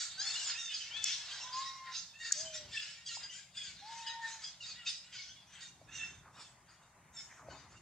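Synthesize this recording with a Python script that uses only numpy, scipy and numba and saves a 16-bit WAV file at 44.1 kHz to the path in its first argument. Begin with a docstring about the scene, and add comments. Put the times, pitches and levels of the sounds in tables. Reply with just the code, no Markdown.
"""A hoarse screech is already under way, then a quarrelling troop of monkeys: screeches, squeals, chirps, coos
and a late low grunt. Rough folds and breath drive moving mouth resonances; clear calls and chirps are sums
of gliding harmonics. Twigs snap and feet thud as fading modes, and scuffs are gliding bands of noise. Trunks
and leaves smear the calls over filtered noise: a far rumble, rustling and faint hiss."""
import sys
import numpy as np
from scipy import signal
from scipy.fft import rfft, irfft, next_fast_len
from scipy.io import wavfile
from scipy.ndimage import uniform_filter1d
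from numba import njit

SR = 44100
rng = np.random.default_rng(int(sys.argv[2]) if len(sys.argv) > 2 else 0)


def to_wav(sig):
    """Store sig (one row per channel, or 1-D mono) as 16-bit WAV at the path in sys.argv[1].

    Samples outside -1..1 are clipped; the rate is SR.
    """
    pcm = np.clip(np.atleast_2d(sig), -1, 1) * 32767
    pcm = np.round(pcm).astype(np.int16)
    wavfile.write(sys.argv[1], SR, pcm.T)  # frames by channels


N = 344421
T = np.arange(N) / SR
STEPS = T[::100]  # coarse clock for slow envelopes
SIDES = np.array([[1], [-1]])  # left, right

# Far hiss spectrum, before it is scaled to HISS_DB: [f/Hz, level/dB]
HISS_SPECTRUM = [(18, -57), (30, -8.5), (98, 0.5), (181, 5), (343, -49), (550, -5.5), (842, -6),
                 (1670, -15), (3480, -38), (6130, -15.5), (8540, -18.5), (11100, -25.5), (18800, -120)]
# Faint treble hiss spectrum, before it is scaled to AIR_DB: [f/Hz, level/dB]
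AIR_SPECTRUM = [(6000, -72), (9000, -13), (11000, 5), (14000, -1), (15700, -3.5)]
# Uneven swells of the ground noise:
# [peak t/s, width t/s between 1/e power points, rumble level/dB, rustle level/dB]
GROUND_SWELLS = [(0.394, 0.33, -89, -61.5), (0.98, 0.13, -68.5, -64), (1.365, 0.4, -78, -61),
                 (1.595, 0.25, -98, -67), (2.449, 0.067, -64.5, -65), (2.663, 0.13, -62.5, -72),
                 (3.221, 0.15, -70, -68), (3.723, 0.22, -69.5, -100), (3.948, 0.12, -84, -64.5),
                 (4.712, 0.12, -70, -67), (5.359, 0.34, -73.5, -92), (5.701, 0.043, -71, -102),
                 (6.044, 0.45, -63, -68.5), (6.548, 0.31, -71.5, -69.5), (7.135, 0.28, -68, -72),
                 (7.334, 0.11, -86, -65), (7.518, 0.13, -60.5, -66), (7.747, 0.49, -65, -81)]
# Beds between the calls, fainter screeching and rustling leaves: [t/s, screech level/dB, rustle level/dB]
BEDS = [(0, -57, -82), (.5, -53.5, -75), (.75, -56.5, -95), (1.3, -51, -78), (1.9, -74, -65.5),
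        (2.1, -67.5, -76.5), (2.4, -61, -73), (3, -64.5, -84), (3.5, -75, -84.5), (4.1, -60, -68.5),
        (4.6, -69, -74.5), (5.1, -65.5, -77.5), (5.45, -71.5, -71.5), (5.8, -76.5, -79), (6.8, -82.5, -73),
        (7.81, -96, -69)]
# Tint of the screech bed: one level/dB each for lower mouth, upper mouth, throat and top resonance
BED_TINT_DB = [2.5, 0, -10, -2.5]
# Small throats give little bass and foliage takes the treble: [f/Hz, level/dB]
FOLIAGE = [(500, -11.5), (1100, -6.5), (1500, 1.5), (7200, -4.5), (8300, -8.5), (9500, -19.5), (13000, -24)]
# Each snap and its quick reflection from the other side: [t/s, level/dB, left minus right level/dB,
# reflection later by t/s, its level/dB, its left minus right level/dB, hiss level/dB against the snap]
SNAPS = [(1.0411, -16, -10, .0007, -15, 16, -31), (2.3215, -12.5, 16, .0030, -9, -10, -41)]
# Modes of a snapping twig: [f/Hz, level/dB, fade by 60 dB t/s]
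TWIG_MODES = [(4763, -12.5, 0.0075), (5880, -14, 0.013), (6730, -2.5, 0.0072), (7700, -16, 0.012),
              (8900, -27, 0.0075), (10940, -33, 0.0073), (14500, -68, .008)]
# Foot thuds: [t/s, level/dB, main mode f/Hz, fade by 60 dB t/s]
THUDS = [(2.309, -34.5, 1652, 0.035), (3.17, -42.5, 899.5, 0.029), (5.814, -54.5, 640.9, 0.069),
         (7.485, -40, 630, 0.039), (7.539, -54, 842, 0.087)]
# Fur and feet scuffing on the paving: [start t/s, level/dB, centre f/Hz at the start, glide f/Hz per s]
SCUFFS = [(6.06, -73, 1865, -2000), (6.2, -69.5, 1287, -1000), (6.299, -63.5, 1117, 1998),
          (6.531, -82, 1142, 8.5), (6.641, -71, 1550, -1000), (6.77, -75, 1231, -1000),
          (6.9, -76.5, 1081, -1000), (7.15, -77, 1496, 1998), (7.27, -64, 2200, -5000),
          (7.345, -66, 1588, -7000), (7.399, -73, 1060, -4000), (7.471, -61.5, 809, 1997),
          (7.55, -70, 1099, 0), (7.66, -72.5, 1390, -1000)]
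# Chirps: [start t/s, half duration t/s, glide (share of pitch per half duration), pitch f/Hz,
# then the level/dB of harmonics 1 to 5]
CHIRPS = [(0.3505, 0.022, 0.054, 1431, -52, -36, -41, -58, -62),
          (0.389, 0.032, -0.076, 1470, -69, -37.5, -42, -61, -40),
          (0.49, 0.028, 0.003, 1450, -92, -49, -39.5, -51, -46),
          (0.7395, 0.02, -0.011, 1642, -70, -39.5, -32, -37, -64),
          (1.31, 0.019, 0.009, 1583, -66, -37.5, -56, -58, -53),
          (1.35, 0.047, 0.033, 1348, -74, -70, -48, -46, -61),
          (1.406, 0.033, -0.005, 1350, -71, -46.5, -57, -35, -60),
          (1.525, 0.032, 0.058, 1634, -71, -52, -33, -64, -70),
          (1.652, 0.043, -0.0056, 1921, -50.5, -41, -53, -69, -71),
          (1.9492, 0.024, -0.043, 1330, -55, -52, -37.5, -42, -63),
          (2.404, 0.015, -0.016, 1628, -60, -59, -38, -54, -66),
          (2.4394, 0.076, 0.0008, 1532, -68, -45, -64, -60, -53),
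          (2.536, 0.043, 0.06, 1853, -62, -44.5, -39.5, -41.5, -57),
          (2.7137, 0.068, 0.0037, 1745, -68, -46, -50, -53, -72),
          (2.7694, 0.033, -0.059, 1706, -52, -41.5, -47, -56, -77),
          (3.056, 0.035, 0.034, 1594, -83, -47, -44, -49, -55),
          (3.085, 0.039, -0.072, 1427, -80, -45, -44, -70, -60),
          (3.228, 0.03, -0.0036, 1630, -79, -48.5, -40, -48, -67),
          (3.288, 0.058, 0.09, 1503, -91, -45.5, -73, -70, -71),
          (3.563, 0.054, -0.004, 1693, -63, -38, -55, -56, -51),
          (3.63, 0.055, -0.078, 1600, -59, -46, -46, -52, -59),
          (4.0615, 0.034, 0.0036, 1644, -56, -44.5, -37.5, -52, -66),
          (4.09, 0.029, 0.0, 1292, -58, -52, -40, -56, -46),
          (4.2705, 0.024, 0.0059, 1234, -78, -62, -47, -49, -66),
          (4.435, 0.0446, -0.0116, 1661, -81, -44, -39.5, -50, -57),
          (4.602, 0.0353, -0.12, 1394, -72, -45.5, -56, -57, -58),
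          (4.675, 0.051, -0.035, 1264, -61, -52, -54, -65, -63),
          (4.8594, 0.021, 0.043, 1302, -72, -36.5, -59, -55, -65),
          (4.885, 0.029, -0.024, 1772, -77, -38.5, -40, -65, -44),
          (5.1249, 0.04, -0.026, 1568, -77, -44, -51, -72, -65),
          (5.28, 0.048, 0.075, 1503, -63.5, -55.5, -65, -52, -71),
          (5.35, 0.085, 0.031, 1714, -89, -58, -89, -72, -71),
          (5.6125, 0.05, -0.006, 1853, -59, -48, -68, -71, -59),
          (6.3904, 0.037, -0.052, 1770, -74, -55, -50.5, -84, -61),
          (7.162, 0.047, 0.015, 1783, -74, -49.5, -41.5, -75, -62),
          (7.497, 0.036, 0.015, 1500, -55.5, -57.5, -60, -65, -66)]
# Coos, with the first squeal's fundamental as first row and a low grunt as last, a list of points per call:
# [t/s, pitch f/Hz, fundamental level/dB, 2nd harmonic level/dB]
COOS = [
    [(0.16, 718, -78, -78), (0.2, 790, -66, -80), (0.235, 790, -67, -72), (0.28, 800, -72, -84)],
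    [(1.41, 942, -82, -81), (1.426, 935, -59, -58), (1.444, 1019, -50, -84), (1.528, 1015, -47, -100),
     (1.612, 1075, -38.5, -64), (1.68, 1072, -50, -69), (1.904, 1043, -53, -61), (1.964, 969, -69, -70),
     (1.99, 1025, -85, -70)],
    [(2.33, 601.5, -105, -88), (2.36, 593, -64, -95), (2.406, 633, -57, -99), (2.426, 650, -60, -85),
     (2.466, 646.5, -56.5, -103), (2.662, 586, -66, -98), (2.7, 580, -102, -88)],
    [(3.8, 791, -80, -102), (3.824, 805, -52.5, -77), (3.9, 911.2, -50.5, -82), (4.13, 915, -51, -48.5),
     (4.2, 919.4, -49, -57), (4.258, 907, -53.5, -39), (4.358, 898, -59.5, -101), (4.406, 874, -62, -48),
     (4.42, 819, -100, -71)],
    [(7.42, 611, -72, -76), (7.46, 628, -63, -72), (7.59, 647, -71, -76)],
]
# Squeals, a list of points per call: [t/s, pitch f/Hz, level/dB of 2nd, 3rd and 4th harmonic]
SQUEALS = [
    [(.17, 770, -62, -81, -67), (.205, 784, -55, -75, -52), (.24, 870, -74, -72, -60),
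     (.275, 880, -84, -64, -53), (.3, 887, -71, -60, -59), (.39, 880, -68, -61, -66)],
    [(.545, 831, -62, -48, -65), (.59, 929, -60, -54, -47.5), (.65, 913, -66, -60, -48),
     (.7, 905, -63, -57, -53), (.74, 860, -62, -60, -60)],
    [(.9, 740, -80, -64, -61), (.915, 752, -78, -60.5, -48), (.978, 872, -65, -52, -46),
     (1.08, 860.6, -68, -55, -45), (1.15, 803, -68, -73, -56)],
    [(2.13, 875, -80, -62, -72), (2.18, 890, -72, -66, -76), (2.21, 925, -58, -58, -62),
     (2.25, 925, -50, -62, -56), (2.3, 915, -58, -60, -58)],
    [(5.87, 789, -61, -67, -106), (5.915, 923, -66, -65, -68), (5.96, 929, -67, -55, -55),
     (6.005, 896, -56, -54.5, -58), (6.05, 880, -76, -56, -60), (6.09, 896, -73, -68, -62.5),
     (6.22, 908, -96, -92, -78)],
]
# Pitch unsteadiness, one share of the pitch per squeal
SQUEAL_WAVER = [.012, .007, .004, .012, .014]
# Upper harmonics, one row per squeal: [level/dB of harmonics 5 to 9 against the 4th]
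SQUEAL_TOP_DB = [
    [3, 6, -6, 1, -12],
    [-29, -10, -9.5, -23, -21],
    [-36, -28, -19, -24, -29],
    [-10, -10, -10, -15, -20],
    [-20, -6, -6, -11, -17],
]
# How much each harmonic flares and drops out: one level/dB spread factor per squeal
SQUEAL_BREAKUP_DB = [6, 4, 2, 5, 5]
# Hoarse screeches: [start t/s, rise t/s, hold t/s, level/dB, lower mouth f/Hz, upper mouth f/Hz, top f/Hz,
# upper, throat and top level/dB against the lower, vocal fold rate f/Hz, left minus right level/dB]
SCREECHES = [(-0.048, 0.039, 0.049, -47, 3440, 4640, 6630, 8, -4.5, 8, 913, -1.5),
             (0.15, 0.12, 0.084, -48, 3800, 5440, 6970, 5.5, -1, 6, 881, 1.5),
             (0.311, 0.091, 0.077, -49.0, 2900, 5200, 6660, 4, -28, 8.5, 763, 2),
             (0.424, 0.058, 0.031, -45.5, 3300, 4870, 5850, 3, -2.5, -3, 901, -2),
             (0.51, 0.067, 0.048, -52.5, 3540, 5620, 5730, -12, -16, 8.5, 912, -2.5),
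             (0.648, 0.071, 0.04, -43.0, 3270, 5000, 6370, -2.5, -29, -2, 871, -1.5),
             (0.749, 0.054, 0.092, -52.0, 2770, 5170, 6140, 5.5, -26, 2.5, 910, -0.5),
             (0.868, 0.1, 0.048, -55, 3340, 5820, 6730, -8, -20, -23, 877, 7),
             (0.997, 0.079, 0.056, -38, 3220, 5350, 6600, 5, -38, 2.5, 864, 1.5),
             (1.23, 0.082, 0.058, -48.0, 3460, 5040, 6200, -2.5, -8, -4, 789, -0.5),
             (1.339, 0.089, 0.028, -50.5, 3650, 5350, 5940, 4, -14, 5, 789, 0),
             (1.476, 0.072, 0.086, -51.5, 3240, 5000, 7030, 7, -6.5, 0.5, 840, 0.5),
             (1.6, 0.065, 0.096, -55.0, 3740, 5430, 5900, 10.5, -5.5, 7.5, 954, -1),
             (1.792, 0.077, 0.1, -59.5, 4200, 6060, 6270, -17, 4, -21, 952, 1.5),
             (1.888, 0.07, 0.021, -44.5, 3670, 5110, 6860, 4, -29, 0, 928, -2.5),
             (2.151, 0.11, 0.015, -50.5, 4180, 4450, 6800, 8, -2.5, 7.5, 918, -0.5),
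             (2.315, 0.019, 0.08, -49.5, 3090, 4640, 6600, 4.5, -14, 9, 812, 1),
             (2.495, 0.047, 0.012, -46.5, 3180, 6200, 6170, 9, -9.5, 5, 958, 0.5),
             (2.647, 0.11, 0.15, -47.5, 2780, 5430, 6600, -1, -25, -2.5, 890, 0.5),
             (2.874, 0.019, 0.047, -58.0, 2560, 4960, 6500, -7, -19, -13, 951, 2),
             (3.02, 0.087, 0.038, -46.5, 3260, 5050, 7100, -0.5, -30, 1, 919, -0.5),
             (3.172, 0.04, 0.016, -52.0, 3380, 5000, 6400, -20, -4.5, -5, 798, 0.5),
             (3.259, 0.079, 0.043, -54, 2800, 4970, 7100, 0.5, -39, 1.5, 812, 2.5),
             (3.52, 0.05, 0.13, -50.0, 2970, 5050, 6830, -4, -17, -1.5, 780.5, 2.5),
             (3.699, 0.098, 0.17, -60, 3940, 4090, 6150, 7.5, -2, 0.5, 822, 0),
             (3.823, 0.089, 0.11, -53.0, 3320, 5240, 6520, 1, -6.5, 3.5, 888, 1.5),
             (4.016, 0.061, 0.013, -45, 3200, 5440, 6060, -6.5, -30, -7.5, 953, 1.5),
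             (4.161, 0.1, 0.062, -52.5, 3670, 5460, 6700, 2.5, 0.5, 5.5, 975, 0),
             (4.361, 0.077, 0.013, -54, 3160, 5070, 6830, 1.5, -4, 4, 826.5, 0),
             (4.577, 0.0638, 0.0561, -53.0, 3700, 4760, 6900, 7, -8, 0.5, 933, 0),
             (4.701, 0.043, 0.13, -61.5, 2570, 5250, 6900, -19, -9, -29, 921, 1.4),
             (4.834, 0.042, 0.014, -43, 3034, 5168, 7000, 5, -35, -2, 949.4, 0),
             (5.103, 0.027, 0.06, -50, 2900, 5400, 6400, -2, -30, -3.5, 784.5, 1),
             (5.17, 0.055, 0.062, -57, 3000, 5050, 6200, 3.5, -24, 0, 777, 1),
             (5.451, 0.086, 0.1, -61.0, 3160, 6300, 5930, -17, 1.5, -0.5, 868, 2.5),
             (5.591, 0.022, 0.032, -54.5, 3630, 5250, 6420, -1.5, -10, 3, 930, -2),
             (5.841, 0.11, 0.14, -59.5, 3280, 5670, 5950, -24, 4.5, 5, 893, -2.5),
             (6.29, 0.12, 0.016, -56.5, 3250, 5540, 7640, -1, -17, 2, 886, 0),
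             (6.61, 0.1, 0.026, -72, 2760, 5100, 6650, -0.5, 0.5, 3.5, 962, 2),
             (6.78, 0.049, 0.016, -77, 2750, 4620, 7270, -3, -5, 7.5, 917, -1),
             (7.104, 0.067, 0.045, -65.5, 3610, 5400, 6940, 6.5, 4.5, 13.5, 886, 1.5),
             (7.249, 0.023, 0.11, -76, 2480, 5460, 6870, 7.5, 2, 14.5, 887, 1),
             (7.426, 0.082, 0.13, -64.5, 4140, 5330, 6160, -0.5, 1, 0, 762, 5.5),
             (7.67, 0.037, 0.064, -71, 2430, 4680, 6660, 2.5, -13, 5.5, 922, -1)]

HISS_DB, AIR_DB, RUMBLE_DB = -62.5, -85.5, -76.5  # the rumble is the bed between the swells
TREES_T60_S, TREES_DB, SIDE_DB, SIDE_HZ = 0.32, -4, 0, 5370
PORT_LAG = .3  # half the lag between the two microphone ports, in samples
TOP_HZ = 15700
CRACK_S = .001  # decay of the hiss as the fibres part
SCUFF_RISE_S, SCUFF_HOLD_S, SCUFF_FALL_DB_PER_S = 0.05, 0.03, 170
COO_WAVER, COO_BREAKUP_DB = 0.0055, 1.2  # pitch share, harmonic flare
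SCREECH_FALL_DB_PER_S, HOLD_SAG_DB_PER_S = 192, 20
MOUTH_WANDER = 0.047  # share of each mouth resonance
MOUTH_PEAK_HZ, MOUTH_PEAK_SHARE = 400., .35  # width and weight of each resonance's sharp tip


def undb(db):
    """Amplitude factor of a level in dB."""
    return 10 ** (np.asarray(db) / 20)


def unit(x):
    """Scale to an rms of 1."""
    return x / np.sqrt(np.mean(x ** 2))


def columns(table, t=T):
    """Table columns joined by straight lines in time."""
    s, *cols = np.transpose(table)
    return [np.interp(t, s, c) for c in cols]


def colour(x, points):
    """Filter through (Hz, dB) points joined along log frequency."""
    hz, db = np.transpose(points)
    size = next_fast_len(N)
    f = np.maximum(np.fft.rfftfreq(size, 1 / SR), 1)
    gain = undb(np.interp(np.log(f), np.log(hz), db))
    return irfft(rfft(x, size) * gain, size)[..., :N]


def walk(rate):
    """Random levels held for 1 / rate s and smoothed twice; rms 1."""
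    k = int(SR / rate)
    held = rng.standard_normal(4096)[np.arange(N) // k % 4096]
    return unit(uniform_filter1d(uniform_filter1d(held, k), k))


@njit
def band(x, hz, width):
    """State-variable band-pass with a moving centre, gain 1 there."""
    y, b, l = np.empty(len(x)), 0., 0.
    for i in range(len(x)):
        g, k = np.tan(np.pi * hz[i] / SR), width / hz[i]
        v = (b + g * (x[i] - l)) / (1 + g * (g + k))
        b, l, y[i] = 2 * v - b, l + 2 * g * v, k * v
    return y


def ring(hz, t60, t):
    """One mode fading by 60 dB in t60 s."""
    return np.sin(2 * np.pi * hz * t) * np.exp(-np.log(1000) * t / t60)


def add(out, s, sound):
    """Mix a sound in from s seconds on."""
    i = int(s * SR)
    out[..., i:i + sound.shape[-1]] += sound[..., :N - i]


def bursts(start, rise, hold, fall_db_per_s, sag_db_per_s=0):
    """Power envelope of each event (rows): curved rise, sagging hold, steady fall in dB."""
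    age = STEPS - np.c_[start]
    sag_db = sag_db_per_s * np.clip(age - np.c_[rise], 0, np.c_[hold])
    fall_db = fall_db_per_s * np.maximum(age - np.c_[rise + hold], 0)
    return np.clip(age / np.c_[rise], 0, 1) ** 4 * undb(-2 * (sag_db + fall_db))


def total(power, db):
    """Amplitude of overlapping events: their powers add."""
    return np.interp(T, STEPS, np.sqrt(undb(2 * db) @ power))


def leading(power, db, values):
    """A property of overlapping events, the louder counting more."""
    weight = power * np.c_[undb(2 * db)] + 1e-30
    return np.interp(T, STEPS, values @ weight / weight.sum(axis=0))


def ground_swells():
    """Rumble and rustle amplitudes: a bed for each plus bell-shaped swells, added as powers."""
    peak, width, rumble_db, rustle_db = np.transpose(GROUND_SWELLS)
    power = np.exp(-(2 * (STEPS - np.c_[peak]) / np.c_[width]) ** 2)
    rumble = np.hypot(undb(RUMBLE_DB), total(power, rumble_db))
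    rustle = np.hypot(undb(columns(BEDS)[1]), total(power, rustle_db))
    return rumble, rustle


def background():
    """Filtered noise: far rumble, flickering rustle of fur and leaves, and a thin steady hiss."""
    rumble_gain, rustle_gain = ground_swells()
    noise = rng.standard_normal((6, N))
    rumble = colour(noise[:2], [(25, -49), (60, -4.0), (130, -1.5), (200, -10.0), (400, -15.5),
                                (800, -40.5), (3000, -85)])
    flicker_db = 2
    low = colour(noise[2:4] * undb(flicker_db * walk(11.0)),
                 [(150, -24.0), (350, -23.5), (700, -1.0), (1000, 2.0), (2000, -26.5), (8000, -82.0)])
    high = colour(noise[2:4] * undb(flicker_db * walk(5.9)),
                  [(600, -30.0), (1200, -1.0), (2000, 8.0), (3200, -7.5), (6000, -40.0), (12000, -87.0)])
    rustle = low + undb(-9.5) * high
    hiss = colour(noise[4:], HISS_SPECTRUM)
    hiss_side = colour(hiss[1], [(200, -38.5), (1500, 0.5), (8000, 5.5)])
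    # each layer is a shared middle plus a side signal of opposite sign left and right
    rumble = rumble_gain * (rumble[0] + 0.17 * SIDES * rumble[1]) / rumble.std()
    rustle = rustle_gain * (rustle[0] + 0.35 * SIDES * rustle[1]) / rustle.std()
    return rumble + rustle + undb(HISS_DB - 9.5) * (hiss[0] + SIDES * hiss_side) / hiss.std()


def treble_hiss():
    """Faint treble noise, independent left and right, whose level flickers slowly."""
    flicker_db = 2
    hiss = unit(colour(rng.standard_normal((2, N)), AIR_SPECTRUM))
    return undb(AIR_DB + flicker_db * walk(3.56)) * hiss


def scuffs():
    """Short rubs of noise through one gliding resonance, in uneven grains."""
    start, level_db, hz, glide = np.transpose(SCUFFS)
    rise = np.full(len(start), SCUFF_RISE_S)
    power = bursts(start, rise, SCUFF_HOLD_S, SCUFF_FALL_DB_PER_S)
    centre_hz = leading(power, level_db, hz - glide * start) + T * leading(power, level_db, glide)
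    grain_db, width_hz = 3, 480.
    grains = rng.standard_normal(N) * undb(grain_db * walk(45))
    rub = band(grains, np.clip(centre_hz, 300, 4000), width_hz)
    rub = colour(rub, [(250, 13.0), (500, 5.5), (2500, -2.5), (5000, -67)])
    return unit(rub) * total(power, level_db)


def thuds():
    """Feet thud on the paving: three neighbouring modes with a 2 ms onset."""
    out, t = np.zeros((2, N)), T[:SR // 5]
    for s, db, hz, t60 in THUDS:
        body = ring(hz, t60, t)
        body = body + 0.66 * ring(1.045 * hz, 0.57 * t60, t) + 0.66 * ring(0.9 * hz, t60, t)
        add(out, s, undb(db) * body * np.minimum(t / 0.002, 1))
    return out


def twig_snaps():
    """Snaps and their reflections ring the same few twig modes, slightly rebalanced, under a tick of hiss."""
    out, t = np.zeros((2, N)), T[:SR // 5]
    arrivals = []
    for s, db, pan_db, lag, db2, pan2_db, hiss_db in SNAPS:
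        arrivals += [(s, db, pan_db, hiss_db), (s + lag, db2, pan2_db, hiss_db)]
    chances = rng.standard_normal((len(arrivals), len(TWIG_MODES)))
    for (s, db, pan_db, hiss_db), chance in zip(arrivals, chances):
        snap = sum(undb(g + 1.5 * c) * ring(hz, t60, t) for (hz, g, t60), c in zip(TWIG_MODES, chance))
        hiss = np.diff(rng.standard_normal(len(t) + 1)) * np.exp(-t / CRACK_S)
        snap = (snap + undb(hiss_db) * hiss) * (1 - np.exp(-t / .0003)) ** 2  # softened onset
        add(out, s, snap * undb(db + SIDES * pan_db / 2))
    return out


def trees(x):
    """Direct sound plus scattering from trunks; the two ports differ mostly in the treble."""
    t = T[:SR // 2]
    tails = rng.standard_normal((2, len(t))) * np.exp(-np.log(1000) * t / TREES_T60_S)
    tails /= np.sqrt(np.sum(tails ** 2, axis=1, keepdims=True))
    mid, side = (signal.fftconvolve(x, tail)[:N] for tail in tails)
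    side = signal.lfilter(*signal.butter(1, SIDE_HZ, "high", fs=SR), side)
    return x + undb(TREES_DB) * mid + undb(SIDE_DB) * side * SIDES


def chirps():
    """Brief gliding, slightly hoarse squeaks that swell fast and break off; each harmonic flutters alone."""
    out, wobble, flutter_db = np.zeros(N), .018 * walk(400), 2.5
    flutter = [undb(flutter_db * (.7 * walk(70) + .7 * walk(350))) for _ in range(5)]
    for s, length, glide, hz, *dbs in CHIRPS:
        t = np.arange(int(2 * length * SR)) / SR / length  # runs from 0 to 2
        a = int(s * SR)
        b = a + len(t)
        shape = np.minimum(t / .23, 1) * np.exp(-.6 * t ** 3)
        phase = 2 * np.pi * np.cumsum(hz * (1 + glide * (t - .5) + wobble[a:b])) / SR
        voice = sum(undb(db) * flutter[k][a:b] * np.sin((k + 1) * phase) for k, db in enumerate(dbs))
        add(out, s, shape * voice)
    return out


def clear_calls(calls, orders, wavers, tops_db, breakups_db):
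    """Harmonics on one wavering pitch, each with its level and its own dropouts; short fades."""
    out, drift = np.zeros(N), walk(150)
    flare = [.7 * walk(30) + .7 * walk(250) for _ in range(10)]
    for call, waver, top_db, breakup_db in zip(calls, wavers, tops_db, breakups_db):
        a, b = int(call[0][0] * SR), int(call[-1][0] * SR)
        hz, *dbs = columns(call, T[a:b])
        phase = 2 * np.pi * np.cumsum(hz * (1 + waver * drift[a:b])) / SR
        levels = list(zip(orders, dbs))
        levels += [(k, dbs[-1] + db) for k, db in enumerate(top_db, 5)]
        voice = sum(undb(db + breakup_db * flare[k][a:b]) * np.sin(k * phase) for k, db in levels)
        add(out, call[0][0], np.sqrt(2) * voice * signal.windows.tukey(b - a, .15))
    return out


def coos():
    """Coos, a low grunt near the end and the first squeal's fundamental, each with a 2nd harmonic."""
    n = len(COOS)
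    return clear_calls(COOS, (1, 2), [COO_WAVER] * n, [[]] * n, [COO_BREAKUP_DB] * n)


def squeals():
    """Bright calls of harmonics 2 to 9; the first one's fundamental is the first row of COOS."""
    return clear_calls(SQUEALS, (2, 3, 4), SQUEAL_WAVER, SQUEAL_TOP_DB, SQUEAL_BREAKUP_DB)


def fold_tone(pitch_hz):
    """Unsteady vocal folds: strong-weak cycles add weaker partials half-way between the harmonics."""
    jitter, slide = .022, .035  # cycle unevenness and slower pitch slides, in shares
    odd_db, patchy_db = -2.0, 6  # half-way partials; how far each partial flares and fades alone
    rate_hz = pitch_hz / 2 * (1 + jitter * walk(250) + slide * walk(22))
    phase = 2 * np.pi * np.cumsum(rate_hz) / SR
    return unit(sum(undb(odd_db * (k % 2) + patchy_db * walk(60)) * np.sin(k * phase + k * k)
                    for k in range(3, 22)))


def screeches():
    """Folds and breath through throat and mouth resonances; also returns the side the calls come from."""
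    (start, rise, hold, level_db, low_hz, high_hz, top_hz,
     high_db, throat_db, top_db, pitch_hz, pan_db) = np.transpose(SCREECHES)
    power = bursts(start, rise, hold, SCREECH_FALL_DB_PER_S, HOLD_SAG_DB_PER_S)
    low_hz, high_hz, top_hz, pitch_hz, pan_db = (
        leading(power, level_db, c) for c in (low_hz, high_hz, top_hz, pitch_hz, pan_db))

    shimmer_db, breath_db, rasp_db = 1.0, -.5, 2  # the breath comes in uneven grains
    breath = rng.standard_normal(N)
    source = fold_tone(pitch_hz) * undb(shimmer_db * walk(120))
    source = source + undb(breath_db + rasp_db * walk(200)) * breath

    def tipped(x, hz):
        return x + MOUTH_PEAK_SHARE * band(x, hz, MOUTH_PEAK_HZ)

    low = band(source, low_hz * (1 + MOUTH_WANDER * walk(16)), 1870.0)
    high = band(source, high_hz * (1 + MOUTH_WANDER * walk(14)), 1000.0)
    throat_hz = 1750 * (1 + .06 * walk(2.7))
    throat = band(band(source + breath, throat_hz, 4200.0), throat_hz, 4200.0)
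    top_hz = top_hz * (1 + MOUTH_WANDER * walk(14))
    top = band(band(source, top_hz, 5500.0), top_hz, 1970.0)
    parts = (tipped(low, low_hz), -tipped(high, high_hz), throat, tipped(top, top_hz))

    bed_db, voice = columns(BEDS)[0], 0
    for part, db, tint_db in zip(parts, (0, high_db, throat_db, top_db), BED_TINT_DB):
        voice = voice + np.hypot(total(power, level_db + db), undb(bed_db + tint_db)) * unit(part)
    return voice, pan_db


def scene():
    """Set the panned troop among the trees, with knocks and scuffs, over the noise background."""
    backdrop = (background() + treble_hiss()) * undb(.6 * SIDES)
    clear, squeaks = squeals() + coos(), chirps()
    hoarse, pan_db = screeches()
    troop = colour(hoarse + undb(-4.0) * squeaks, FOLIAGE) + undb(-1.5) * clear
    calls = trees(troop) + undb(-10.0) * clear + undb(-18.5) * squeaks
    near = calls * undb(SIDES * pan_db / 2) + twig_snaps() + thuds() + scuffs()
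    # near sounds reach the left port a little earlier: the slope stands in for a tiny shift
    near = near + PORT_LAG * np.gradient(near, axis=1) * SIDES
    return near + backdrop


def record(dry):
    """The recorder cuts the top with a steep elliptic low-pass."""
    return signal.sosfilt(signal.ellip(8, .2, 70, TOP_HZ, fs=SR, output="sos"), dry)


dry = scene()
out = record(dry)
to_wav(out)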